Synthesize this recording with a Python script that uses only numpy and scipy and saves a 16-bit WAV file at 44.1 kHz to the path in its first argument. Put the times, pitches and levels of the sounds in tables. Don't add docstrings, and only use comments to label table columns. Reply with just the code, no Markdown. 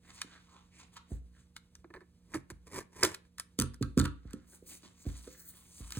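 import sys
import numpy as np
from scipy import signal
from scipy.fft import rfft, irfft, next_fast_len
from scipy.io import wavfile

SR = 44100
rng = np.random.default_rng(int(sys.argv[2]) if len(sys.argv) > 2 else 0)


def unload_audio(sound):
    columns = np.transpose(np.atleast_2d(sound))
    steps = np.round(np.clip(columns, -1, 1) * 32767)
    wavfile.write(sys.argv[1], SR, steps.astype(np.int16))


N = 264159
TIME = np.arange(N) / SR
RING_TIME = np.arange(int(.7 * SR)) / SR

# start in seconds, length in seconds, level in dB,
# treble and hollow ring over that level in dB, pitch of the hollow in Hz.
PICKS = [(1.8432, 0.006, -61.5, -40, 9, 340), (1.9025, 0.006, -60.5, -35, 6, 343),
         (1.939, 0.013, -49, -27, -8, 390), (1.962, 0.01, -53.5, -31, 1, 367),
         (2.006, 0.017, -59.5, -24, 1, 366), (2.343, 0.015, -42, -4.5, 9, 318),
         (2.502, 0.0093, -50, -2.5, -7.5, 319), (2.742, 0.011, -55, -6, -1.5, 357),
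         (2.76, 0.027, -47, -5, -1.5, 357), (2.805, 0.0097, -50, -7, -14.5, 366),
         (3.0305, 0.013, -31.5, -5, 6, 365.3)]
# frequency in Hz, level in dB.
SNAP_TONE = [(150, -61), (700, -12), (1500, -10.5), (2700, -0.5), (4100, -1), (5200, 6.5), (7300, 3.5),
             (9500, 2), (12500, 1), (14500, -5.5), (16000, -20.5)]
# start in seconds, level in dB, pitch in Hz, settling time in seconds.
LANDINGS = [(3.5861, -18.5, 264, 0.029), (3.62, -26, 154, 0.018), (3.809, -19, 182, .014),
            (3.971, -9.5, 233, 0.0232), (4.021, -24.5, 290, 0.018)]
# start in seconds, wall ring in dB,
# snap over the ring in dB, centre of the ring in Hz.
SLAPS = [(3.5894, -44.5, 11.5, 1255), (3.5993, -45, 15.5, 1250), (3.613, -43.5, 5, 1650),
         (3.6208, -42.5, 8, 1440), (3.8259, -45.5, 2.5, 1380), (3.8285, -46, -17.5, 4300),
         (3.9763, -40.5, 1.5, 1310), (3.984, -45.5, 2, 1250), (3.9922, -44, 7.5, 1320),
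         (3.998, -37, 2.5, 4400), (4.0135, -43.5, -5, 4100), (4.042, -48, -2, 1390),
         (4.0518, -40, -10, 1360), (4.056, -42, -0.5, 1336), (4.078, -50.5, -14, 1360)]
# start in seconds, level in dB, pitch in Hz.
BUMPS = [(0.243, -46, 295), (1.114, -28.5, 63), (2.362, -38, 125), (2.515, -41.5, 72.6),
         (4.251, -37.5, 57.6), (4.336, -30.5, 239), (4.623, -44, 436), (5.063, -25.5, 72.5),
         (5.274, -36, 502), (5.803, -37, 66.2), (5.969, -27.5, 120)]


def seal_pops(pop_s=0.00037):
    # time in seconds, peak in dB, pitch in Hz.
    releases = [(1.8455, -39.5, 1110), (1.9048, -47, 1480), (1.9401, -38, 1620), (2.339, -28.5, 1815),
                (2.3473, -25.5, 1050), (2.359, -35.5, 1880), (2.374, -38, 1800), (2.5026, -38.5, 1560),
                (3.030, -13, 1712), (3.0411, -16.5, 1700), (3.0538, -28, 1810)]
    out = np.zeros(N)
    t = np.arange(-SR // 200, SR // 200) / SR
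    for s, db, hz in releases:
        add(out, s + t[0], undb(db) * np.exp(-(t / pop_s) ** 2) * np.cos(2 * np.pi * hz * t))
    return out


def knife_picks(wall_db=-2, hollow_db=4, catch_s=0.0062, fall_db=-11.5, ring_hz=1700):
    boom, catches = np.zeros(N), []
    for s, length, db, treble_db, boom_db, boom_hz in PICKS:
        add(boom, s, undb(db + boom_db + hollow_db) * hollow_ring(boom_hz, length))
        for after in np.arange(0, length, catch_s):
            force_db = db + fall_db * after / length
            catches.append((s + after, force_db + treble_db, force_db + wall_db, ring_hz))
    ticks = taps(catches, snap_t60=0.0046, octaves=0.11, reject_db=16.5)
    return boom + ticks + skid(catches, skid_db=-21.5, rise_s=0.0022, fall_s=0.01)


def blade_scrape(flutter_db=1.5, pick_db=0.5, pick_edge_db=-2, bite_s=0.006, drag_edge_db=-4):
    # peak time in seconds, half length in seconds, level in dB.
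    drags = [(2.351, 0.037, -56), (2.677, 0.0093, -52), (2.765, 0.037, -44), (3.006, 0.054, -51),
             (3.077, 0.049, -44.5)]
    # frequency in Hz, level in dB.
    scrape_tone = [(120, 2), (260, 1), (370, 5.5), (520, -1), (740, -8.5), (1000, 3), (1400, -9.5),
                   (1800, -2.5), (2400, -7.5), (3200, -45.5), (4300, -28), (8000, -35)]
    strokes = [(undb(db + pick_db) * swell(s + bite_s, bite_s, length), treble_db + pick_edge_db)
               for s, length, db, treble_db, *_ in PICKS]
    strokes += [(undb(db) * swell(s, width, width), drag_edge_db) for s, width, db in drags]
    body = sum(push for push, _ in strokes)
    edge = sum(push * undb(treble_db) for push, treble_db in strokes)
    slips = grains(rate=2600, spread_db=1.0) * undb(flutter_db * walk(160))
    return body * unit(colour(slips, scrape_tone)) + edge * unit(colour(slips, SNAP_TONE))


def card_clicks(touch_db=-3.5, touch_snap_db=-8):
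    # start in seconds, wall ring in dB, snap over the ring in dB, centre of the ring in Hz,
    # lead of the lighter touch in seconds (0 for none).
    clicks = [(0.2164, -37.5, -1, 2840, 0), (0.969, -56.5, -1, 1300, 0), (1.565, -49.5, -0.5, 2450, 0.0014),
              (1.753, -63, 8.5, 2450, 0), (3.0337, -33.5, 11, 1900, 0.00054),
              (3.0488, -38, 7.5, 1810, 0.0021), (3.051, -40, 6, 1740, 0.0015),
              (3.1462, -49, 5.5, 2340, 0.0036), (3.251, -73, -11, 1928, 0.0012),
              (3.398, -47.5, 10.5, 1662, 0.015), (3.743, -61, 5, 1530, 0.0057),
              (4.333, -60.5, 9.5, 1328, 0.025), (5.274, -62.5, 0, 1370, 0),
              (5.906, -61, 11.5, 1510, 0.00077), (5.922, -52, 10.5, 2130, 0),
              (5.971, -53.5, 4.5, 1420, 0.004)]
    contacts = [(s, db + snap_db, db, hz) for s, db, snap_db, hz, _ in clicks]
    contacts += [(s - lead, db + snap_db + touch_db + touch_snap_db, db + touch_db, hz)
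                 for s, db, snap_db, hz, lead in clicks if lead > 0]
    ticks = taps(contacts, snap_t60=.009, octaves=0.49, reject_db=22.5)
    return ticks + skid(contacts, skid_db=-8.5, rise_s=0.0022, fall_s=0.011)


def landing_blows(step_db=-4, pitch_ratio=0.554):
    return [(s + settle_s * k / 2, db + k * step_db, hz * pitch_ratio ** k)
            for s, db, hz, settle_s in LANDINGS for k in range(3)]


def table_thuds(blows, gain_db, ring_db, damping=0.56, cloth_hz=520, travel_s=0.00653):
    # frequency in Hz, level in dB, decay to -60 dB in seconds.
    table_modes = [(58.8, -4, 0.53), (87.9, -2.5, 0.24), (135.7, -1, .23), (200.6, -4.5, .22),
                   (236.7, -7.5, .34), (279.3, -4, 0.26), (299.2, 1, 0.2), (367.4, -6.5, 0.25),
                   (414, -8, 0.14), (486, -6.5, 0.14), (516.4, -0.5, 0.26), (660, -5, .15)]
    out = np.zeros(N)
    f = np.fft.rfftfreq(len(RING_TIME), 1 / SR)
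    cloth = 1 / (1 + (f / cloth_hz) ** 8)
    bending = np.exp(-4j * np.pi * travel_s * np.sqrt(100 * f))
    for s, db, hz in blows:
        w = 1j * f / hz
        bounce = w / (1 + damping * w + w * w)
        thud = irfft(bounce * cloth * bending)[:SR // 10]
        modes = ring(table_modes, scatter_db=3, detune=.012)
        sound = undb(ring_db) * signal.fftconvolve(thud, modes)
        sound[:len(thud)] += thud
        add(out, s, sound * undb(db + gain_db) / np.abs(sound).max())
    return signal.sosfilt(signal.butter(3, 42, "high", fs=SR, output="sos"), out)


def card_slaps(crease_db=-8, crease_s=0.015):
    contacts = [(s, db + snap_db, db, hz) for s, db, snap_db, hz in SLAPS]
    slaps = taps(contacts, snap_t60=0.008, octaves=0.27, reject_db=14)
    skids = skid(contacts, skid_db=-7, rise_s=0.0025, fall_s=0.004)
    strain = sum(undb(db + crease_db) * swell(s + .003, .003, crease_s) for s, db, *_ in SLAPS)
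    walls = wall_ring(db=0, centre_hz=1300, octaves=.3, reject_db=11)
    walls /= np.sqrt(np.sum(walls ** 2))
    creases = signal.fftconvolve(strain * grains(rate=1500, spread_db=1.5), walls)[:N]
    return slaps + skids + creases


def contents_jostle(jostle_db=-20, jostle_s=0.0287):
    # frequency in Hz, level in dB.
    contents_tone = [(40, 0), (80, 8), (170, -4), (280, 1), (400, 2.5), (560, -16.5), (750, -25.5),
                     (1200, -35)]
    shaking = sum(undb(db + jostle_db) * swell(s + .008, .005, jostle_s) for s, db, *_ in LANDINGS)
    return shaking * unit(colour(grains(rate=890, spread_db=1.5), contents_tone))


def sliding_hands(rustle_db=-3.0, palm_db=-9, grip_db=-26):
    # peak time in seconds, half length in seconds,
    # hiss in dB, rustle over the hiss in dB, panel resonance in Hz, its level over the rustle in dB,
    # centre of the hiss in Hz.
    sweeps = [(0.099, 0.045, -62.5, 3, 1800, -7.5, 7640), (0.191, 0.038, -60.5, 4, 2080, -4.5, 7050),
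              (0.325, 0.084, -69.5, 7.5, 1483, -0.5, 6500), (0.561, 0.087, -73, 8, 1100, -5, 6200),
              (0.794, 0.054, -64, 6.5, 2330, -2, 7140), (0.937, 0.012, -65, 2, 2360, -9, 8050),
              (0.974, 0.01, -75, 27.5, 1137, -7.5, 7000), (1.131, 0.047, -67, 1, 1590, -9.5, 8800),
              (1.388, 0.048, -73, 3, 1600, 0, 6900), (4.325, 0.11, -82.5, 12.5, 1390, -1, 8100),
              (4.53, 0.042, -56.5, -9.5, 1460, -6, 9200), (4.723, 0.043, -47.5, -10, 2440, -10.5, 10440),
              (4.859, 0.036, -57.5, -1, 1670, -16, 8000), (4.994, 0.039, -66.5, -4.5, 2180, -10, 8900),
              (5.154, 0.13, -59, -2.5, 1570, -15, 8300), (5.31, 0.068, -70.5, 1, 1475, 0, 7050),
              (5.457, 0.099, -55.5, -18, 1710, 2.5, 11000), (5.628, 0.098, -63, -5.5, 1440, -14, 9800),
              (5.815, 0.09, -57.5, -5.5, 1718, -12.5, 8150), (5.997, 0.074, -49.5, 1.5, 1300, -19, 8600)]
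    # frequency in Hz, level in dB.
    skin_tone = [(1000, -16), (3200, -8), (4200, 4), (5200, -0.5), (6500, 5.5), (8500, 3), (10500, 1.5),
                 (12400, -3.5), (14300, 4.5), (15800, 5.5)]
    rustle_tone = [(100, -18), (300, -21), (450, -41), (720, -7), (1050, 1.5), (1650, -4.5), (2400, -2.5),
                   (3100, -3), (3900, -2.5), (5200, -5), (7000, -5), (14000, -39.5)]
    palm_tone = [(90, -18), (220, -0.5), (310, 1.5), (480, -10), (700, -11), (1200, -43.5)]
    slips = grains(rate=1500, spread_db=2.2) * undb(2.5 * walk(60))
    skin = colour(grains(rate=7300, spread_db=-1.0), skin_tone) * undb(1.9 * walk(40))
    pressure, roughness, hiss, panels = np.zeros((4, N))
    for s, width, db, coarse_db, panel_hz, panel_db, skin_hz in sweeps:
        push = undb(db) * swell(s, width, width)
        pressure += push
        roughness += push * undb(coarse_db)
        hiss += push * unit(resonate(skin, skin_hz, width_hz=skin_hz))
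        panel = unit(resonate(slips, panel_hz, width_hz=.42 * panel_hz))
        panels += push * undb(coarse_db + panel_db) * panel
    grip = sum(undb(db + grip_db) * swell(s + 0.0045, 0.0124, 0.0095) for s, db, _ in BUMPS)
    fibres = grains(rate=2600, spread_db=1.5) * undb(2 * walk(90))
    rustle = undb(rustle_db) * roughness * unit(colour(fibres, rustle_tone))
    palm = (undb(palm_db) * np.sqrt(pressure * roughness) + grip) * unit(colour(slips, palm_tone))
    return finger_shimmer(hiss + panels + rustle + palm)


def finger_shimmer(x, depth_db=1.6):
    out = 0
    for edge_hz in (1000, 1400, 2000, 2800, 4000, 6000, 8000, 11500):
        band = signal.sosfiltfilt(signal.butter(4, edge_hz, fs=SR, output="sos"), x)
        out += band * undb(depth_db * walk(12))
        x = x - band
    return out + x * undb(depth_db * walk(25))


def taps(contacts, snap_t60, octaves, reject_db):
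    out = np.zeros(N)
    for s, snap_db, ring_db, centre_hz in contacts:
        add(out, s, snap(snap_db, snap_t60))
        add(out, s, wall_ring(ring_db, centre_hz, octaves, reject_db))
    return out


def snap(db, t60, scatter_db=3.5, size=2048):
    spot_tone = [(hz, level + scatter_db * rng.standard_normal()) for hz, level in SNAP_TONE]
    burst = rng.standard_normal(size) * fade(t60)[:size]
    return strike(colour(burst, spot_tone), db)


def wall_ring(db, centre_hz, octaves, reject_db, travel_s=0.001965, size=4096):
    # frequency in Hz, level in dB, decay to -60 dB in seconds.
    wall_modes = [(900, -14, .025), (1020, -7, .025), (1170, -1, .045), (1297, 1, .065), (1410, 0, .05),
                  (1570, -2, .045), (1722, 1.5, .035), (1900, -.5, .018), (2140, -3, .018),
                  (2450, -4, .025), (2950, -6, .025), (3650, -1, .022), (4080, -1, .024), (4350, -2, .018)]
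    favoured = [(hz, level - min(6 * (np.log2(hz / centre_hz) / octaves) ** 2, reject_db), t60)
                for hz, level, t60 in wall_modes]
    sound = ring(favoured, scatter_db=2.5, detune=.008, size=size)
    f = np.fft.rfftfreq(size, 1 / SR)
    radiation = f ** 12 / (f ** 12 + 860. ** 12)
    bending = np.exp(-4j * np.pi * travel_s * np.sqrt(1000 * f))
    return strike(irfft(rfft(sound) * radiation * bending), db)


def hollow_ring(hz, pull_s):
    # multiple of the pitch, level in dB, decay to -60 dB in seconds.
    air_modes = [(.86, -9, 0.17), (1, -3.5, .055), (1.201, -13.5, 0.054), (1.5, -22, .03),
                 (1.85, -24.5, .04)]
    held = np.minimum(RING_TIME, pull_s)
    out = 0
    for ratio, db, t60 in air_modes:
        loss = np.log(1000) / t60
        envelope = (1 - np.exp(-loss * held)) * np.exp(-loss * (RING_TIME - held))
        out += undb(db) * envelope * np.sin(2 * np.pi * hz * ratio * RING_TIME)
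    return out / np.abs(out).max()


def skid(contacts, skid_db, rise_s, fall_s):
    # frequency in Hz, level in dB.
    graze_tone = [(300, -26), (750, -10.5), (1100, -2), (1500, -9), (2200, -15), (3000, -8), (4200, 2.5),
                  (9000, -24)]
    fine, coarse = np.zeros((2, N))
    t = np.arange(-SR // 20, SR // 10) / SR
    touch = np.exp(-np.abs(t / np.where(t < 0, rise_s, fall_s)))
    for s, snap_db, ring_db, _ in contacts:
        add(fine, s + t[0], touch * undb(snap_db))
        add(coarse, s + t[0], touch * undb(ring_db))
    slips = grains(rate=4000, spread_db=2.5)
    crackle = fine * unit(colour(slips, SNAP_TONE))
    graze = coarse * unit(colour(slips, graze_tone))
    return undb(skid_db) * (crackle + graze)


def mic_ports(x):
    # frequency in Hz, lead of the left port in milliseconds, left minus right in dB.
    stereo_image = [(50, 0.034, -1.9), (195, 0.052, -4), (480, 0.022, -3), (780, .4, -1), (1020, .11, -2.5),
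                    (1380, 0, -3), (1980, .02, -3), (2750, .11, -1.5), (4050, .06, -.8), (5000, .075, 0),
                    (6100, .118, 0), (9100, .117, 0), (11700, .125, 0), (14800, 0.125, 0)]
    size = next_fast_len(N + 64)
    f = np.fft.rfftfreq(size, 1 / SR)
    hz, *columns = np.transpose(stereo_image)
    lag_ms, tilt_db = (np.interp(np.log(f + 1), np.log(hz), c) for c in columns)
    left = undb(tilt_db / 2)
    right = undb(-tilt_db / 2) * np.exp(-2j * np.pi * f * lag_ms / 1000)
    return irfft(rfft(x, size) * np.array([left, right]), size)[:, :N]


def early_echoes(x, wet_db, size=400):
    echoes = rng.standard_normal((2, size)) * (rng.random((2, size)) < .06) * fade(.03)[:size]
    echoes /= np.sqrt(np.sum(echoes ** 2, axis=1, keepdims=True))
    return undb(wet_db) * signal.fftconvolve(x[None], echoes, axes=1)[:, :N]


def room(x, wet_db):
    # frequency in Hz, decay to -60 dB in seconds, level in dB.
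    decay_bands = [(150, 0.33, 0), (600, 0.36, -1), (1600, 0.32, 0), (3800, 0.32, 0), (5200, 0.2, -5),
                   (7000, 0.21, -2), (9500, 0.21, -.5), (12500, 0.1, -3), (16000, 0.05, -3)]
    hz, t60s, db = np.transpose(decay_bands)
    size = len(RING_TIME)
    log_f = np.log(np.fft.rfftfreq(size, 1 / SR) + 1)
    noise = rfft(rng.standard_normal((2, size)))
    tail = sum(irfft(noise * np.interp(log_f, np.log(hz), band), size) * fade(t60)
               for band, t60 in zip(np.diag(undb(db)), t60s))
    tail *= np.clip(RING_TIME / 0.012 - .3, 0, 1)
    tail /= np.sqrt(np.sum(tail ** 2) / 2)
    return undb(wet_db) * signal.fftconvolve(x[None], tail, axes=1)[:, :N]


def room_tone(air_db=-68):
    # frequency in Hz, level in dB.
    air_tone = [(22, -36.5), (45, 6), (78, 3.5), (120, 0), (200, -6.5), (320, -12.5), (500, -21.5),
                (800, -22.5), (1500, -29.5), (4000, -28.5), (10000, -31), (16000, -42.5)]
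    hum_partials = [(75.4, -70.5), (177.6, -69), (236.9, -79), (296.1, -86), (479.1, -84.5)]
    air = unit(colour(rng.standard_normal(N), air_tone)) * undb(air_db + 1.3 * walk(30))
    hum = sum(undb(db + 0.4 * walk(2.7)) * np.sqrt(2) * np.sin(2 * np.pi * (hz * TIME + rng.random()))
              for hz, db in hum_partials)
    return air + hum


def ring(modes, scatter_db, detune, size=len(RING_TIME)):
    hz, db, t60 = np.transpose(modes)[:, :, None]
    share, stretch = rng.standard_normal((2, len(modes), 1))
    t = RING_TIME[:size]
    envelopes = undb(db + scatter_db * share) * np.exp(-np.log(1000) * t / t60)
    return np.sum(envelopes * np.sin(2 * np.pi * hz * (1 + detune * stretch) * t), axis=0)


def grains(rate, spread_db):
    slips = rng.random(N) < rate / SR
    sizes = rng.standard_normal(N) * undb(spread_db * np.minimum(rng.exponential(size=N), 4))
    return unit(slips * sizes)


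def swell(s, rise_s, fall_s):
    distance = np.abs((TIME - s) / np.where(TIME < s, rise_s, fall_s))
    return np.exp(-np.minimum(distance, 20) ** 1.74)


def walk(rate):
    knots = rng.standard_normal(N // 20)
    return 1.82 * np.interp(TIME * rate, np.arange(len(knots)), knots)


def colour(x, tone, size=4096):
    hz, db = np.transpose(tone)
    log_f = np.log(np.fft.rfftfreq(size, 1 / SR) + 1)
    cepstrum = irfft(np.log(undb(np.interp(log_f, np.log(hz), db))))
    cepstrum[1:size // 2] *= 2
    cepstrum[size // 2 + 1:] = 0
    return signal.fftconvolve(x, irfft(np.exp(rfft(cepstrum))))[:len(x)]


def resonate(x, hz, width_hz):
    b, a = signal.iirpeak(hz, hz / width_hz, fs=SR)
    return signal.lfilter(b, a, signal.lfilter(b, a, x))


def fade(t60):
    return np.exp(-np.log(1000) * RING_TIME / t60)


def strike(x, db):
    return x * undb(db) / np.sqrt(np.mean(x[:SR // 100] ** 2))


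def undb(db):
    return 10 ** (np.asarray(db) / 20)


def unit(x):
    return x / np.sqrt(np.mean(x ** 2))


def add(track, s, sound):
    i = max(int(s * SR), 0)
    track[i:i + len(sound)] += sound[:max(N - i, 0)]


def scene():
    knife = card_clicks() + knife_picks() + seal_pops() + blade_scrape()
    hands = sliding_hands()
    landing = card_slaps() + contents_jostle()
    thuds = table_thuds(landing_blows(), gain_db=-4.0, ring_db=-48.5)
    thuds += table_thuds(BUMPS, gain_db=-1.0, ring_db=-52.0)
    early = early_echoes(knife + landing + hands, wet_db=-16)
    reverb = room(knife, wet_db=-20.5) + room(landing, wet_db=-16)
    reverb += room(hands, wet_db=-11) + room(thuds, wet_db=-18)
    direct = mic_ports(knife + landing + thuds + hands + room_tone())
    return direct + early + reverb


def record(dry, hiss_db=-90, low_hz=30, top_hz=16450):
    sound = signal.sosfilt(signal.butter(2, low_hz, "high", fs=SR, output="sos"), dry)
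    sound += undb(hiss_db) * rng.standard_normal((2, N))
    return signal.sosfiltfilt(signal.ellip(8, .1, 60, top_hz, fs=SR, output="sos"), sound)


dry = scene()
out = record(dry)
unload_audio(out)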